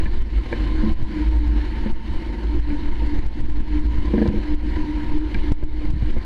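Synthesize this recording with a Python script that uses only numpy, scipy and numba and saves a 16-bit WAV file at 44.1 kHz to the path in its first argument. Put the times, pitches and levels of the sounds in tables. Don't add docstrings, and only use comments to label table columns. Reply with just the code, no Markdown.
import sys
import numpy as np
from scipy import signal
from scipy.fft import rfft, irfft
from scipy.io import wavfile
from scipy.ndimage import uniform_filter1d
from numba import njit

SR = 44100
rng = np.random.default_rng(int(sys.argv[2]) if len(sys.argv) > 2 else 0)


def wav_out(sig):
    wavfile.write(sys.argv[1], SR, np.round(np.clip(np.atleast_2d(sig).T, -1, 1) * 32767).astype(np.int16))


N = 275625


def gain_of(db):
    return 10 ** (np.asarray(db) / 20)


def evened(x):
    return x / np.sqrt(np.mean(x ** 2) + 1e-20)


def column(table, index):
    return np.interp(np.arange(N) / SR, [row[0] for row in table], [row[index] for row in table])


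def add(mix, start_s, sound):
    part = mix[max(round(start_s * SR), 0):][:len(sound)]
    part += sound[:len(part)]


def resonate(x, hz, width):
    turn = np.exp(2j * np.pi * np.cumsum(hz * np.ones(len(x))) / SR)
    r = np.exp(-np.pi * width / SR)
    smooth = signal.lfilter([(1 - r) ** 2], [1, -2 * r, r ** 2], x * turn.conj())
    return 2 * (turn * smooth).real


def wander(hz):
    bins = np.fft.rfftfreq(N, 1 / SR)
    lowpass = (bins > 0) / (1 + (bins / hz) ** 4)
    return evened(irfft(rfft(rng.standard_normal(N)) * lowpass, N))


def sing(hz, level_db, width, wobble_db, swell_db, drift, fuzz):
    hz = hz * (1 + drift * wander(hz=9.8))
    sine = np.sqrt(2) * np.sin(2 * np.pi * np.cumsum(hz) / SR)
    tone = sine * gain_of(wobble_db * wander(hz=13))
    halo = evened(resonate(rng.standard_normal(N), hz, width))
    swell = gain_of(level_db + swell_db * wander(hz=5))
    return swell * evened(tone + fuzz * halo)


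# frequency in Hz, rms level in dB before the limiter.
WHINE_TONES = [(10645, -77), (10693, -86), (10741, -97), (11892, -97), (13714, -100)]


def whine():
    t = np.arange(N) / SR
    return sum(np.sqrt(2) * gain_of(db) * np.sin(2 * np.pi * hz * t) for hz, db in WHINE_TONES)


# time in seconds, gain of the roar in dB.
AIR_FLOW = [(0.0, 5), (0.33, 4), (0.8, 3.5), (1.64, 2), (2.4, 0), (4.28, 2), (5.0, 1.5), (6.25, 2.5)]
# frequency in Hz, relative density in dB per Hz.
ROAR_SPECTRUM = [(8, -13.5), (25, 1.5), (60, -3.5), (91, -14.5), (170, -27.5), (330, -13.5), (420, -34),
                 (700, -32), (1250, -37), (2150, -37.5), (4300, -45), (5400, -54), (7500, -62.5),
                 (10000, -69), (14000, -80.5)]
ROAR_DB = -26.5
# frequency in Hz, nominal width in Hz,
# level in dB under wind, relative level in dB under a knock, full ring time to -60 dB in seconds.
SHELL_MODES = [(215, 32, -55, 9, 0.19), (116, 88, -47.5, -22, 0.063), (247, 37, -65, -2, 0.092),
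               (350, 49, -51.5, -2.5, 0.17), (404, 75, -59.5, -9, 0.06), (470, 105, -53, 3.5, 0.059),
               (593, 40, -70, 1.5, 0.033), (764, 55, -66.5, -2.5, 0.022), (925, 59, -56, -2, 0.036),
               (1032, 40, -58, -26, 0.071), (1600, 150, -67.5, -3, 0.05), (1750, 100, -75.5, -5.5, 0.068),
               (1866, 390, -57, -8.5, 0.025), (2034, 73, -80, -6.5, 0.032), (2150, 130, -63, -7.5, 0.026),
               (2346, 87, -75, -8, 0.045), (2976, 200, -63.5, -24, 0.023), (3780, 200, -76, -29, .03),
               (4225, 450, -66.5, -49, .023)]


def roar():
    a, b, patches = rng.standard_normal((N // 256 + 5, 513, 3)).T
    patches = uniform_filter1d(patches, size=14, axis=0)
    patches = evened(uniform_filter1d(patches, size=10, axis=1))
    spectrogram = (a + 1j * b) * gain_of(1.4 * patches)
    noise = evened(signal.istft(spectrogram, nperseg=1024, noverlap=768)[1][:N])
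    noise = noise * gain_of(0.97 * wander(hz=42.0))
    bins = np.fft.rfftfreq(N, 1 / SR)
    hz, density_db = np.transpose(ROAR_SPECTRUM)
    tilt = gain_of(np.interp(np.log(bins + 1), np.log(hz + 1), density_db))
    broad = irfft(rfft(noise) * tilt, N)
    modes = sum(gain_of(wind_db) * evened(resonate(noise, mode_hz, 1.93 * width))
                for mode_hz, width, wind_db, _, _ in SHELL_MODES)
    return gain_of(column(AIR_FLOW, index=1)) * (gain_of(ROAR_DB) * evened(broad) + modes)


BUZZ_DB, BUZZ_BURST_DB, BUZZ_BURST_HZ = -41, 5, 6.4


def buzz():
    hz, width = SHELL_MODES[0][:2]
    shake = rng.standard_normal(N)
    bursts = gain_of(BUZZ_DB + BUZZ_BURST_DB * wander(hz=BUZZ_BURST_HZ))
    return bursts * evened(resonate(shake, hz, 2.0 * width))


# time in seconds, central pitch in Hz, central level in dB.
WHISTLE_GLIDE = [(0, 1020, -48), (.35, 1045, -58), (.7, 1036, -47), (1.15, 986, -49.5), (1.25, 931, -47.5),
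                 (2.5, 911, -46.5), (2.9, 931, -47), (3.4, 912, -52), (3.75, 930, -48), (4.1, 1016, -44.5),
                 (4.6, 953, -54), (4.78, 958, -43), (5.0, 942, -47.5), (5.35, 913.8, -44.5),
                 (5.65, 900, -49), (6.25, 1028, -58)]


def whistle():
    hz = column(WHISTLE_GLIDE, index=1) * (1 + 0.0097 * wander(hz=6.6))
    air = evened(resonate(rng.standard_normal(N), hz, width=70))
    return gain_of(column(WHISTLE_GLIDE, index=2) + 1.1 * wander(hz=21)) * air


# time in seconds, central level in dB.
WIRE_LEVEL = [(0.0, -31), (0.31, -63), (0.62, -27.5), (0.73, -33), (0.87, -26), (0.96, -45.5),
              (1.22, -22.5), (1.25, -32), (1.53, -27), (1.74, -44), (1.88, -39), (1.97, -65), (2.07, -50),
              (2.33, -37), (2.42, -50), (2.58, -25.5), (2.63, -42), (2.73, -26), (2.8, -40), (2.84, -29.5),
              (2.91, -37), (2.92, -48), (2.96, -43.5), (3.12, -26.5), (3.31, -47), (3.41, -25.5),
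              (3.45, -36), (3.6, -28), (3.66, -45), (3.76, -22.5), (3.92, -35), (4.21, -26), (4.42, -34.5),
              (4.53, -23), (4.58, -32), (4.68, -27.5), (4.75, -49), (4.79, -23.5), (4.86, -36.5),
              (4.89, -24.5), (5.08, -35.5), (5.15, -23.5), (5.24, -22), (5.29, -39), (5.33, -32),
              (5.38, -45), (5.48, -26), (5.61, -33.5), (5.67, -23.5), (5.71, -36), (5.76, -28.5),
              (5.95, -30), (5.99, -53), (6.06, -29), (6.21, -52), (6.25, -50)]
# time in seconds, central pitch in Hz.
WIRE_HZ = [(0, 314.7), (.45, 310.5), (.65, 305), (.9, 312.4), (1.08, 313.5), (1.2, 304.3), (1.3, 315),
           (1.4, 297.6), (1.6, 299.3), (2.0, 304), (2.4, 298), (2.8, 291.7), (3.15, 296), (3.5, 298.2),
           (3.8, 303), (4.3, 291.8), (4.55, 300.7), (5.0, 302.9), (5.25, 304), (5.5, 299), (5.85, 306.3),
           (6.25, 299.8)]


def wire():
    return sing(column(WIRE_HZ, index=1), column(WIRE_LEVEL, index=1), width=27,
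                wobble_db=0.44, swell_db=0.25, drift=.007, fuzz=0.25)


# time in seconds, central level in dB, central pitch in Hz.
FRAME_HUM = [(0.0, -11.5, 51.27), (.15, -30, 51.31), (.33, -12, 49.26), (.47, -33.5, 49.7),
             (.62, -24, 49.99), (.8, -25, 49.97), (.95, -21.5, 54.63), (1.15, -24.5, 54.8),
             (1.3, -18, 54.77), (1.44, -12.5, 54.25), (1.58, -10, 54.16), (1.65, -23.5, 52.39),
             (1.74, -37.5, 52.47), (2.0, -24, 49.54), (2.2, -34, 48.15), (2.54, -13, 53.9),
             (2.76, -33.5, 53.74), (3.0, -16.5, 52.76), (3.15, -32.5, 51.4), (3.5, -19, 57.23),
             (3.7, -27, 52.88), (3.88, -18, 52.86), (4.25, -20.5, 56.58), (4.4, -25, 52.64),
             (4.55, -20, 54.16), (5.0, -36, 48.05), (5.35, -19.5, 49.6), (5.75, -22.5, 53.57),
             (5.92, -15, 52.5), (6.25, -28.5, 53.8)]


def hum():
    return sing(column(FRAME_HUM, index=2), column(FRAME_HUM, index=1), width=12,
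                wobble_db=3.5, swell_db=0.98, drift=.025, fuzz=0.18)


CRACK_DB, CRACK_PER_HARDNESS = -32, 2.52
RATTLE_S, CRACK_S = 0.00085, 0.0012
CONTACT_S, SOFTNESS_DB = 0.00036, 0.86
# start in seconds, peak in dB before the limiter, hardness in dB per
# octave, weight on the lowest modes in dB, relative level of the rebound in dB, delay of the rebound in ms,
# share of the full ring time from 0 to 1.
FITTING_KNOCKS = [(0.056, -18.5, 8, -2, -1.5, 4.6, 0.6), (0.064, -18.5, 6, 16, -18, 8, 0.97),
                  (0.5264, -11.5, 1.5, -11.5, -17, 8.6, 0.88), (0.822, -24.5, -5, -3, 1, 8, 0.8),
                  (0.832, -15.5, -12, 7, -7, 9, 0.79), (0.84, -18, -8, -1, -12, 8.4, 0.63),
                  (0.873, -17.5, -11, 12, -10, 7.7, 0.96), (1.86, -15, -2, 5, 0, 9.2, 0.81),
                  (2.703, -22, 2, 1, -2, 7.2, 0.4), (3.018, -27.5, -3, -9, -7, 8, 1),
                  (4.137, -8.5, -8.5, -9, -6.5, 8.5, 0.97), (4.178, -8.5, -5, -2, -4, 8.5, 1),
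                  (4.215, -8.5, -4.5, -2.5, 1, 6.5, 1), (4.254, -9, -4, 2, 1.5, 6.3, 1),
                  (4.277, -29.5, 24, -18, -19, 6.8, 0.8), (4.292, -13, -4.5, 2, 4, 8, 0.77),
                  (4.336, -14, -15.5, -16, -4, 6.3, 1), (4.375, -21.5, -10, -9, 4, 7.5, 1),
                  (5.345, -17, 10, 25, -1.5, 4.3, 0.58), (5.626, -17.5, -5.5, -11, -1, 5, 0.8),
                  (6.165, -15, -5, -7.5, 1, 5.7, 0.23)]


def knocks():
    out, t = np.zeros(N), np.arange(SR // 5) / SR
    hz, _, _, mode_db, t60 = np.transpose(SHELL_MODES)
    mount = hz < 300
    flip = np.pi * (np.arange(len(hz)) % 2)[:, None]
    band = signal.butter(2, [2600, 4800], "band", fs=SR, output="sos")
    chance = rng.standard_normal((len(FITTING_KNOCKS), 3, len(hz)))
    grit = rng.standard_normal((len(FITTING_KNOCKS), 900))
    for row, (spread, detune, lag), loose in zip(FITTING_KNOCKS, chance, grit):
        start_s, peak_db, hard, weight_db, rebound_db, rebound_ms, share = row
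        contact_s = CONTACT_S * gain_of(-SOFTNESS_DB * np.clip(hard, -8, 8))
        envelope = gain_of(-60 * t / (share * t60[:, None])) * (1 - np.exp(-t / contact_s))
        level = gain_of(mode_db + hard * np.log2(hz / 900) + weight_db * mount + 0.67 * spread)[:, None]
        mode_hz = (hz * (1 + 0.016 * detune))[:, None]
        ring = level * envelope * np.sin(2 * np.pi * mode_hz * t + 0.32 * lag[:, None] + flip)

        shell = ring[~mount].sum(0)
        rattle = loose * np.exp(-t[:len(loose)] / RATTLE_S)
        sound = shell + 0.044 * signal.fftconvolve(shell, rattle)[:len(t)]
        add(sound, rebound_ms / 1000, gain_of(rebound_db) * sound)
        sound = sound + ring[mount].sum(0)
        sound = sound / abs(sound).max()

        crack = signal.sosfilt(band, loose * np.exp(-t[:len(loose)] / CRACK_S))
        sound[:len(loose)] += gain_of(CRACK_DB + CRACK_PER_HARDNESS * hard) * crack
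        add(out, start_s, gain_of(peak_db) * sound / abs(sound).max())
    return out


# start in seconds, strength in dB before the pulse shape,
# length of the dip in ms (the rebound lasts as long again).
EDDY_POPS = [(0.061, -4.5, 3.1), (0.217, 2.5, 18), (0.929, 0, 14.6), (1.026, -3, 6.3), (3.4, -11, 14),
             (3.984, -2, 7.8), (4.286, 2.5, 7.9), (5.519, -0.5, 2.7), (5.936, 3.5, 6), (5.948, -3, 11),
             (5.964, -5, 4.4), (6.023, -2, 5.6), (6.032, -2, 5.6), (6.094, -16, 3.1), (6.166, -5, 2.8),
             (6.184, -6, 10)]


def pops():
    out = np.zeros(N)
    for start_s, strength_db, dip_ms in EDDY_POPS:
        u = np.linspace(0, 2, round(2 * dip_ms * SR / 1000))
        swing = np.sin(np.pi * u) * np.sin(np.pi * u / 2) ** 0.74
        add(out, start_s, -gain_of(strength_db) * swing * np.exp(.6 - 2.1 * u))
    return out


MILD_GUSTS = 24
MILD_DB, MILD_SPREAD_DB, MILD_FALL_MS = -16, 0.5, 37
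# time of the collapse in seconds, nominal suction peak in dB,
# nominal pressure peak before it in dB, fall time from pressure to suction in ms.
HARD_GUSTS = [(0.135, -5.5, -17.5, 40), (0.205, -15.5, -3.5, 27), (0.919, -11, -6, 19.6),
              (1.028, -10, -4.5, 28), (1.915, -1, -23.5, 22.4), (2.598, -19, -7.5, 25.8),
              (2.854, -1.5, -30.5, 53), (2.916, -9.5, -3, 55), (3.19, -13.5, -6.5, 27),
              (3.263, -5.5, -7.5, 34), (3.405, -3, -19.5, 33), (3.492, -2.5, -9, 64), (3.597, -4, -10, 33),
              (3.792, -6.5, -14, 26.2), (3.992, -12, -12, 16), (4.543, -5, -9.5, 15),
              (5.396, -10, -10, 17.3), (5.522, 4.5, -13, 15.7), (5.637, 1.5, -8, 14.3),
              (5.721, -6.5, -9, 33.7), (5.903, -5, -6, 22.6), (6.106, -5, -10.5, 31), (6.171, -18, -3, 13)]


def gusts():
    out = np.zeros(N)
    when, suck, push, pace = rng.random((MILD_GUSTS, 4)).T * 2 - 1
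    mild = zip((when + 1) * N / SR / 2, MILD_DB + MILD_SPREAD_DB * suck,
               MILD_DB + MILD_SPREAD_DB * push, MILD_FALL_MS * 2 ** pace)
    half = SR // 8
    t = np.arange(-half, half) / SR
    for collapse_s, suck_db, push_db, fall_ms in list(HARD_GUSTS) + list(mild):
        half_fall = fall_ms / 2 / 1000
        pressure = gain_of(push_db) * np.exp(-(np.minimum(t + half_fall, 0) / 0.039) ** 2)
        suction = -gain_of(suck_db) * np.exp(-(np.maximum(t - half_fall, 0) / 0.019) ** 2)
        step = .5 + .5 * np.tanh(t / (0.42 * half_fall))
        pulse = pressure * (1 - step) + suction * step
        skip = max(half - round(collapse_s * SR), 0)
        add(out, collapse_s - half / SR, pulse[skip:])
    return out * (1 + 0.099 * wander(hz=131.0) + 0.0099 * wander(hz=945))


def scene():
    background = whine() + roar() + buzz() + whistle()
    return (background + wire() + hum() + knocks() + pops() + gusts())[None]


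@njit
def duck(over_db, fall, rise):
    out, now = np.zeros(len(over_db)), 0.
    for i in range(len(over_db)):
        now = min(now + fall, over_db[i]) if over_db[i] > now else max(now - rise, 0.)
        out[i] = now
    return out


EDGE_HZ = 15700


def record(dry):
    x = signal.sosfilt(signal.butter(1, 5.0, "high", fs=SR, output="sos"), dry[0])
    over_db = 20 * np.log10(abs(uniform_filter1d(x, size=200)) + 1e-9) + 12.0
    cut_db = duck(over_db, 2200. / SR, 62. / SR)
    cut_db = uniform_filter1d(cut_db, size=150)
    ticks = np.maximum.accumulate(np.arange(N) * (rng.random(N) < 7000 / SR))
    step_db = 0.35
    held_db = uniform_filter1d(step_db * np.round(cut_db[ticks] / step_db), size=3)
    x = x / gain_of(held_db)
    lowpass = signal.firwin(511, EDGE_HZ, window=("kaiser", 9), fs=SR)
    return signal.oaconvolve(x, lowpass, "same")[None]


dry = scene()
out = record(dry)
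wav_out(out)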